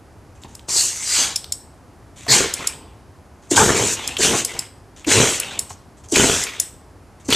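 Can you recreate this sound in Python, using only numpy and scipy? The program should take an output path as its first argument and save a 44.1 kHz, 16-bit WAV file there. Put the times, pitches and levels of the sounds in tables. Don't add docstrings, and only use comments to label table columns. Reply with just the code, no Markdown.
import sys
import numpy as np
from scipy import signal
from scipy.fft import rfft, irfft
from scipy.io import wavfile
from scipy.ndimage import uniform_filter1d, map_coordinates

SR = 44100
rng = np.random.default_rng(int(sys.argv[2]) if len(sys.argv) > 2 else 0)


def dump_mix(stems):
    frames = np.atleast_2d(stems).T
    limited = np.clip(frames, -1, 1)
    pcm = np.round(limited * 32767).astype(np.int16)
    wavfile.write(sys.argv[1], SR, pcm)


N = 324135
TIME = np.arange(N) / SR

# frequency in Hz, level in dB per Hz.
HUSH_SPECTRUM = [(15, -55), (25, -31), (37, -9.5), (88, -0.5), (167, -13), (293, -12.5), (383, -14.5),
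                 (475, -18), (769, -18.5), (1060, -21.5), (3730, -39.5), (4750, -37), (6900, -39),
                 (10900, -41.5), (15000, -55.5)]
HUSH_DB = -44
# frequency in Hz, time to fall 60 dB in seconds.
ROOM_DECAY = [(100, 0.44), (500, 0.54), (2000, 0.42), (5000, 0.53), (8000, 0.16), (14000, 0.47)]

# start in seconds, length in seconds, level in dB.
BED_PRESSES = [(0.445, 0.026, -37.5), (0.684, 0.043, -32.5), (1.175, 0.166, -34.5), (2.589, 0.071, -33),
               (2.691, 0.38, -45), (3.99, 0.28, -39.5), (4.546, 0.075, -34), (5.452, 0.32, -40),
               (5.704, 0.022, -38.5)]
# frequency in Hz, level in dB per Hz.
BED_SPECTRUM = [(40, -6.5), (110, -0.5), (350, -1.5), (600, -6.5), (1000, -2.5), (1600, -19), (3000, -13),
                (9000, -38.5)]

# start in seconds, level in dB,
# tilt towards the high resonances in dB per octave.
COLLAR_CLICKS = [(0.55, -39, 2), (1.3583, -20.5, -15.5), (1.5211, -21, -4.5), (2.537, -21.5, 7),
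                 (2.6707, -17.5, 0), (4.074, -23.5, -1), (4.447, -19, 5), (4.5895, -22.5, -7.5),
                 (5.3982, -21.5, 15), (5.5899, -19.5, 10.5), (6.16, -22, -3.5), (6.436, -25, -3),
                 (6.598, -16, 15), (7.302, -26, 1.5)]
# frequency in Hz, width in Hz, level in dB.
COLLAR_MODES = [(5360, 220, -5.5), (7360, 1100, 0.5), (9580, 300, -8.5)]
# frequency in Hz, level in dB, time to fall 60 dB in seconds.
COLLAR_JINGLE = [(5400, -46, .32), (7300, -48, .3), (8060, -34, 0.42), (10000, -41.5, 0.25)]

# start in seconds, level in dB, mouth resonance in Hz,
# decay time constant in seconds.
WET_POPS = [(0.436, -31, 3650, 0.0017), (0.594, -35, 3200, 0.0023), (1.443, -20.5, 3970, 0.0016),
            (2.266, -24, 780, 0.0056), (2.281, -23.5, 1852, 0.0072), (3.561, -13, 3100, 0.0049),
            (4.168, -17.5, 3103, 0.006), (5.045, -28, 2550, 0.007), (5.704, -31, 900, 0.0046),
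            (6.158, -4.5, 2300, 0.0031), (6.468, -24, 2401, 0.018), (7.326, -8, 3280, 0.0081)]
# start in seconds, length in seconds, level in dB,
# share of mouth noise in dB.
SNIFFLE_PUFFS = [(0.35, 0.093, -59.5, -2), (0.417, 0.06, -50, -10), (0.478, 0.2, -54, -5),
                 (2.159, 0.56, -45, -2.5), (3.42, 0.12, -56.5, -1), (4.962, 0.097, -47, -1.5),
                 (5.694, 0.058, -36.5, -11.5), (5.971, 0.063, -55, -7), (6.037, 0.05, -48.5, -4),
                 (6.084, 0.12, -40.5, -17), (7.198, 0.06, -55.5, -1), (7.246, 0.11, -44, -16)]
# start in seconds, length in seconds, level in dB.
GASP_BREATHS = [(2.556, 0.22, -33), (3.953, 0.31, -31.5), (4.472, 0.22, -34), (5.369, 0.28, -32),
                (6.44, 0.26, -35.5)]
# frequency in Hz, level in dB per Hz.
GASP_SPECTRUM = [(150, -22), (300, -6), (1000, -3), (1700, -2.5), (2500, 1.5), (3400, 0), (5000, -11.5),
                 (9000, -34)]
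# start in seconds, length in seconds, level in dB,
# first resonance in Hz, second resonance in Hz, slide of both in octaves.
THROAT_RASPS = [(2.287, .15, -24.5, 400.5, 1877, -0.47), (3.574, 0.038, -12, 900, 1450, 0.1),
                (3.601, 0.058, -13, 856.4, 1186, 0.32), (3.691, 0.047, -18.5, 1170, 1732, .05),
                (4.329, 0.055, -23, 760, 990, .15)]
# start in seconds, length in seconds, level in dB, first pitch in Hz,
# last pitch in Hz.
GRUNT_BURSTS = [(2.285, .06, -24.5, 151.2, 107.3), (3.513, 0.013, -8.5, 413, 274),
                (3.526, 0.032, -21.5, 314, 264), (4.191, 0.02, -17.5, 413, 307),
                (5.069, 0.025, -12.5, 350, 263), (6.12, 0.0243, -13, 407, 236.6),
                (7.282, 0.022, -17, 318, 223)]
# start in seconds, level in dB.
PALATE_SLAPS = [(2.377, -17.5), (2.406, -7.5), (3.593, -6), (3.616, -11), (3.662, -7), (3.705, -4),
                (5.203, -5.5), (5.241, -12.5), (6.17, -6), (6.198, -2), (6.244, -4.5), (6.298, -5.5)]
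# frequency in Hz, width in Hz, level in dB.
THROAT_LOW_MODES = [(130, 230, -18.5), (435, 150, 6.5), (580, 360, -5)]
THROAT_HIGH_MODES = [(974, 120, 4), (1530, 280, 9), (3200, 1200, -4.5)]

# start in seconds,
# rise in seconds, length in seconds, opening spurt in dB, then peaks in dB of nose hiss, nostril ring,
# mouth rush and throat rumble, fade of the nose in dB, fade of mouth and throat in dB.
AIR_BLASTS = [(0.682, 0.016, 0.054, -30, -23, -22, -41.5, -49, 3.5, -1.5),
              (0.711, 0.076, 0.26, -43, -14, -15, -33.5, -48.5, 18, 14.5),
              (0.954, 0.24, 0.3912, -49.5, -16.5, -17, -27, -34, 21, 15),
              (2.278, 0.05, 0.26, -42, -11.5, -7.5, -21, -25, 28.5, 20),
              (3.505, .014, .038, -16, -20, -33, -30, -26, 3, 0),
              (3.553, 0.017, .195, -25, -13, -21, -25, -19.5, 10.5, 4),
              (3.745, 0.024, 0.19, -56, -21.5, -28, -26.5, -21, -1, 9),
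              (4.181, 0.055, 0.22, -25, -14, -22, -22.5, -21, 17.5, 12.5),
              (4.34, .035, 0.087, -49, -21.5, -38, -35.5, -30.5, 8.5, 5.5),
              (5.064, 0.054, 0.3, -33, -14.5, -24, -19.5, -19, 8, 14),
              (6.116, 0.052, .32, -20, -16, -22, -23, -21, 7, 10.5),
              (7.28, 0.052, 0.264, -28, -19, -22.5, -21, -20.5, 9.5, 15)]
# frequency in Hz, level in dB per Hz.
NOSE_SPECTRUM = [(500, -28), (3000, -23.5), (4200, -11), (5200, -6), (6300, 2.5), (8100, 0.5), (8800, -5.5),
                 (10000, -10.5), (10700, -17.5), (13000, -20), (15000, -37)]
NOSTRIL_SPECTRUM = [(2500, -32.5), (3700, -13), (4300, -3), (5000, -2.5), (5600, -18), (7000, -32)]
MOUTH_SPECTRUM = [(150, -21), (500, -7), (950, -4.5), (1300, -4), (1900, -0.5), (2400, 1), (2800, 0),
                  (3300, 0.5), (4000, -3), (5500, -15.5), (9000, -43)]
RUMBLE_SPECTRUM = [(25, -19), (55, -30), (78, -4), (108, 10), (165, -4), (225, 8), (280, -3), (390, 8),
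                   (520, 0.5), (900, -6), (1600, -22), (4000, -38)]
# level at the opening in dB, share of the rise time,
# share of the fade, bend of the fade (over 1 holds on, then drops).
NOSE_FOLLOW = (-20.5, 1.04, 1.06, 1.33)
MOUTH_FOLLOW = (-23, 1, 0.94, 1.74)
THROAT_FOLLOW = (-9.5, 2.2, 2.23, 2.5)
# moment as a share of the rise,
# width in seconds, more width as a share of the rise.
NOSTRIL_PINCH = (.85, .028, .42)
OPEN_S, CLOSE_S = .008, 0.035
BUILD_BEND = 1.5
DRIFT_HZ = 14
EDGE_HZ = 14950


def amp(db):
    return 10 ** (np.asarray(db) / 20)


def unit(x):
    return x / np.sqrt(np.mean(x ** 2) + 1e-20)


def read(points, hz):
    f, value = np.transpose(points)
    return np.interp(np.log(hz + 1), np.log(f), value)


def add(mix, s, sound):
    part = mix[max(round(s * SR), 0):][:len(sound)]
    part += sound[:len(part)]


def colour(x, spectrum):
    gain = amp(read(spectrum, np.fft.rfftfreq(N, 1 / SR)))
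    return unit(irfft(rfft(x) * gain, N))


def wander(rate_hz):
    kept = np.fft.rfftfreq(N, 1 / SR) < rate_hz
    return unit(irfft(rfft(rng.standard_normal(N)) * kept, N))


def swell(length, skew=0.31):
    return np.sin(np.pi * np.linspace(0, 1, int(length * SR)) ** skew)


def resonate(x, hz, width):
    turn = np.exp(2j * np.pi * np.cumsum(hz) / SR)
    r = np.exp(-np.pi * width / SR)
    return 2 * (turn * signal.lfilter([1 - r], [1, -r], x / turn)).real


def ring(modes):
    t = np.arange(SR // 20) / SR
    sound = sum(amp(db) * np.exp(-np.pi * width * t) * np.sin(2 * np.pi * hz * t) for hz, width, db in modes)
    return sound / abs(sound).max()


def shifted(x, octaves):
    return map_coordinates(x, [np.cumsum(2 ** octaves) % (N - 1)], order=3)


def turbulence(spectrum, patchy_db):
    z = signal.stft(rng.standard_normal(N), nperseg=512)[2]
    patches = uniform_filter1d(rng.standard_normal(z.shape), size=5, axis=0)
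    patches = unit(uniform_filter1d(patches, size=7, axis=1))
    noise = signal.istft(z * amp(patchy_db * patches), nperseg=512)[1][:N]
    return colour(noise, spectrum)


def hush(side_db=-15):
    mid, side = (colour(noise, HUSH_SPECTRUM) for noise in rng.standard_normal((2, N)))
    return amp(HUSH_DB) * (mid + amp(side_db) * np.array([side, -side]))


def room(x, apart=0.11):
    signs = rng.choice([-1., 1.], (2, SR))
    hits = rng.random((2, SR)) < 3000 / SR
    taps = signs * hits * (np.arange(SR) > .004 * SR)
    hz, t, z = signal.stft(taps, SR, nperseg=256)
    decay = amp(-60 * t / read(ROOM_DECAY, hz)[:, None])
    mid, side = signal.istft(z * decay, SR, nperseg=256)[1]
    tails = np.array([mid + apart * side, mid - apart * side])
    return signal.fftconvolve(x[None], tails / np.linalg.norm(tails[0]), axes=1)[:, :N]


def ports(x, lag_s=.000004):
    late = irfft(rfft(x) * np.exp(-2j * np.pi * np.fft.rfftfreq(N, 1 / SR) * lag_s), N)
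    return np.array([x, late]) * amp([[.1], [-.6]])


def thuds():
    push = np.zeros(N)
    for s, length, db in BED_PRESSES:
        add(push, s, amp(db) * swell(length))
    return push * colour(rng.standard_normal(N), BED_SPECTRUM)


def collar(strike_s=0.0029, strike=2, tick_db=-2, body_db=-6, jingle_db=19, cluster_hz=350, rattle_s=0.02):
    out, t, after = np.zeros(N), TIME[:SR // 25], TIME[:SR // 3]
    edge = signal.butter(2, [2600, 14500], "bandpass", fs=SR)
    chatter_s, rattle = .0015, .13
    pressure = np.exp(-abs(t - strike_s) / chatter_s) + rattle * np.exp(-t / rattle_s) * (t > strike_s)
    for s, db, tilt_db in COLLAR_CLICKS:
        contacts = rng.standard_normal(len(t)) * pressure
        contacts[int(strike_s * SR)] += strike
        tick = signal.lfilter(*edge, contacts)
        add(out, s, amp(db + tick_db) * tick)
        for hz, width, level_db in COLLAR_MODES:
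            level_db += tilt_db * np.log2(hz / COLLAR_MODES[1][0])
            hz *= 1 + 0.0067 * rng.standard_normal()
            body = signal.butter(1, [hz - width / 2, hz + width / 2], "bandpass", fs=SR)
            add(out, s, amp(db + level_db + body_db) * unit(signal.lfilter(*body, tick)))
        for hz, ring_db, t60 in COLLAR_JINGLE:
            cluster = resonate(rng.standard_normal(len(after)), np.full(len(after), hz), cluster_hz)
            add(out, s + strike_s, amp(db + jingle_db + ring_db - 60 * after / t60) * unit(cluster))
    return out


def pops(sharpness=5.8):
    out, t = np.zeros(N), TIME[:SR // 12]
    for s, db, hz, decay in WET_POPS:
        burst = unit(resonate(rng.standard_normal(len(t)), np.full(len(t), hz), hz / sharpness))
        add(out, s, amp(db) * burst * np.exp(-t / decay))
    return out


def sniffles(crackle_db=2.5):
    nose, mouth = np.zeros((2, N))
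    for s, length, db, mouth_db in SNIFFLE_PUFFS:
        puff = amp(db) * swell(length, skew=0.35)
        add(nose, s, puff)
        add(mouth, s, amp(mouth_db) * puff)
    air = nose * turbulence(NOSE_SPECTRUM, patchy_db=2.0) + mouth * turbulence(MOUTH_SPECTRUM, patchy_db=2.5)
    return air * unit(amp(crackle_db * wander(300)))


def gasps(nose_db=-6, wet_db=1.84, drift=.09):
    draught = np.zeros(N)
    for s, length, db in GASP_BREATHS:
        add(draught, s, amp(db) * swell(length, skew=0.41))
    air = shifted(turbulence(GASP_SPECTRUM, patchy_db=3.5), drift * wander(DRIFT_HZ))
    air += amp(nose_db) * turbulence(NOSE_SPECTRUM, patchy_db=2.1)
    return draught * air * unit(amp(wet_db * wander(90)))


def rasps(width_hz=330):
    out = np.zeros(N)
    for s, length, db, first_hz, second_hz, slide in THROAT_RASPS:
        push = swell(length)
        glide = 2 ** np.linspace(0, slide, len(push))
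        air = rng.standard_normal(len(push))
        tearing = np.zeros(len(push))
        for hz in (first_hz, second_hz):
            once = resonate(air, hz * glide, width_hz)
            tearing += resonate(once, hz * glide, width_hz)
        add(out, s, amp(db) * push * unit(tearing))
    return out


def grunts(overtone_db=-17):
    out = np.zeros(N)
    for s, length, db, first_hz, last_hz in GRUNT_BURSTS:
        count = int(length * SR)
        phase = 2 * np.pi * np.cumsum(np.linspace(first_hz, last_hz, count)) / SR
        hum = np.sin(phase) + amp(overtone_db) * np.sin(2 * phase)
        add(out, s, amp(db) * signal.windows.tukey(count, .7) * hum)
    return out


def flaps(high_db=-3):
    out = np.zeros(N)
    detunings = np.exp(0.11 * rng.standard_normal((len(PALATE_SLAPS), 2)))
    for (s, db), (low, high) in zip(PALATE_SLAPS, detunings):
        add(out, s, amp(db) * ring(np.array(THROAT_LOW_MODES) * [low, 1, 1]))
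        add(out, s, amp(db + high_db) * ring(np.array(THROAT_HIGH_MODES) * [high, 1, 1]))
    return out


def surge(t, rise, length, fade_db, shape):
    open_db, rise_share, fade_share, bend = shape
    peak = rise * rise_share
    building = np.clip(1 - t / peak, 0, 1) ** BUILD_BEND
    spent = np.maximum((t - peak) / (length - peak), 0) ** bend
    gate = np.clip(np.minimum(t / OPEN_S, 1 + (length - t) / CLOSE_S), 0, 1)
    return gate * amp(open_db * building - fade_db * fade_share * spent)


def airflow(lead_s=0.0044, spurt_s=.005, spurt_delay_s=0.007):
    nose, nostrils, mouth, throat = np.zeros((4, N))
    pinch_at, pinch_s, pinch_share = NOSTRIL_PINCH
    for blast in AIR_BLASTS:
        s, rise, length, spurt_db, nose_db, nostril_db, mouth_db, throat_db, nose_fade_db, mouth_fade_db = blast
        t = np.arange(0, length + CLOSE_S, 1 / SR)
        add(nose, s, amp(nose_db) * surge(t, rise, length, nose_fade_db, NOSE_FOLLOW))
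        add(mouth, s, amp(mouth_db) * surge(t, rise, length, mouth_fade_db, MOUTH_FOLLOW))
        add(throat, s, amp(throat_db) * surge(t, rise, length, mouth_fade_db, THROAT_FOLLOW))
        pinch = np.exp(-2 * ((t - pinch_at * rise) / (pinch_s + pinch_share * rise)) ** 2)
        add(nostrils, s, amp(nostril_db) * pinch * np.minimum(t / (pinch_at * rise), 1) ** .5)
        since = TIME - s - spurt_delay_s
        nose += amp(spurt_db) * np.exp(np.minimum(since / lead_s, -since / spurt_s))
    return nose, nostrils, mouth, throat


def sneezes(flaps_per_s=75, sputter_db=1.05, chop=0.25, lumpy_db=0.94, throat_drift=.05):
    nose, nostrils, mouth, throat = airflow()
    turns = np.cumsum(flaps_per_s * np.exp(.4 * wander(60))) / SR
    taps = np.diff(np.floor(turns), prepend=0) * amp(3.3 * wander(100))
    puffs = unit(1 + chop * np.cos(2 * np.pi * turns))
    sputter = unit(amp(sputter_db * wander(540)))
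    hiss = amp(-.5) * nose * turbulence(NOSE_SPECTRUM, patchy_db=2.34)
    hiss += amp(-4.5) * nostrils * turbulence(NOSTRIL_SPECTRUM, patchy_db=3.5)
    rush = amp(2.5) * mouth * turbulence(MOUTH_SPECTRUM, patchy_db=3.5) * puffs
    struck_throat = ring(THROAT_LOW_MODES) + amp(-3) * ring(THROAT_HIGH_MODES)
    knocks = unit(signal.oaconvolve(taps, struck_throat)[:N])
    roar = shifted(turbulence(RUMBLE_SPECTRUM, patchy_db=3.5), throat_drift * wander(DRIFT_HZ))
    lumps = unit(amp(lumpy_db * wander(45)))
    rumble = throat * lumps * (amp(-3) * knocks + amp(-2.0) * roar)
    return (hiss + rush) * sputter + rumble


def scene():
    air = sneezes() + grunts() + flaps() + rasps() + gasps() + sniffles() + pops() + thuds()
    metal = collar()
    reflections = room(amp(-10.0) * air + amp(-17.5) * metal)
    return ports(air + metal) + reflections + amp(-1.0) * hush()


def record(dry):
    dry = signal.lfilter(*signal.butter(1, 28, "highpass", fs=SR), dry)
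    knee, headroom = .55, .35
    over = np.maximum(abs(dry) - knee, 0)
    rounded = np.sign(dry) * (abs(dry) - over + headroom * np.tanh(over / headroom))
    band_limit = signal.firwin(255, EDGE_HZ, window=("kaiser", 9), fs=SR)
    return signal.oaconvolve(rounded, band_limit[None], "same")


dry = scene()
out = record(dry)
dump_mix(out)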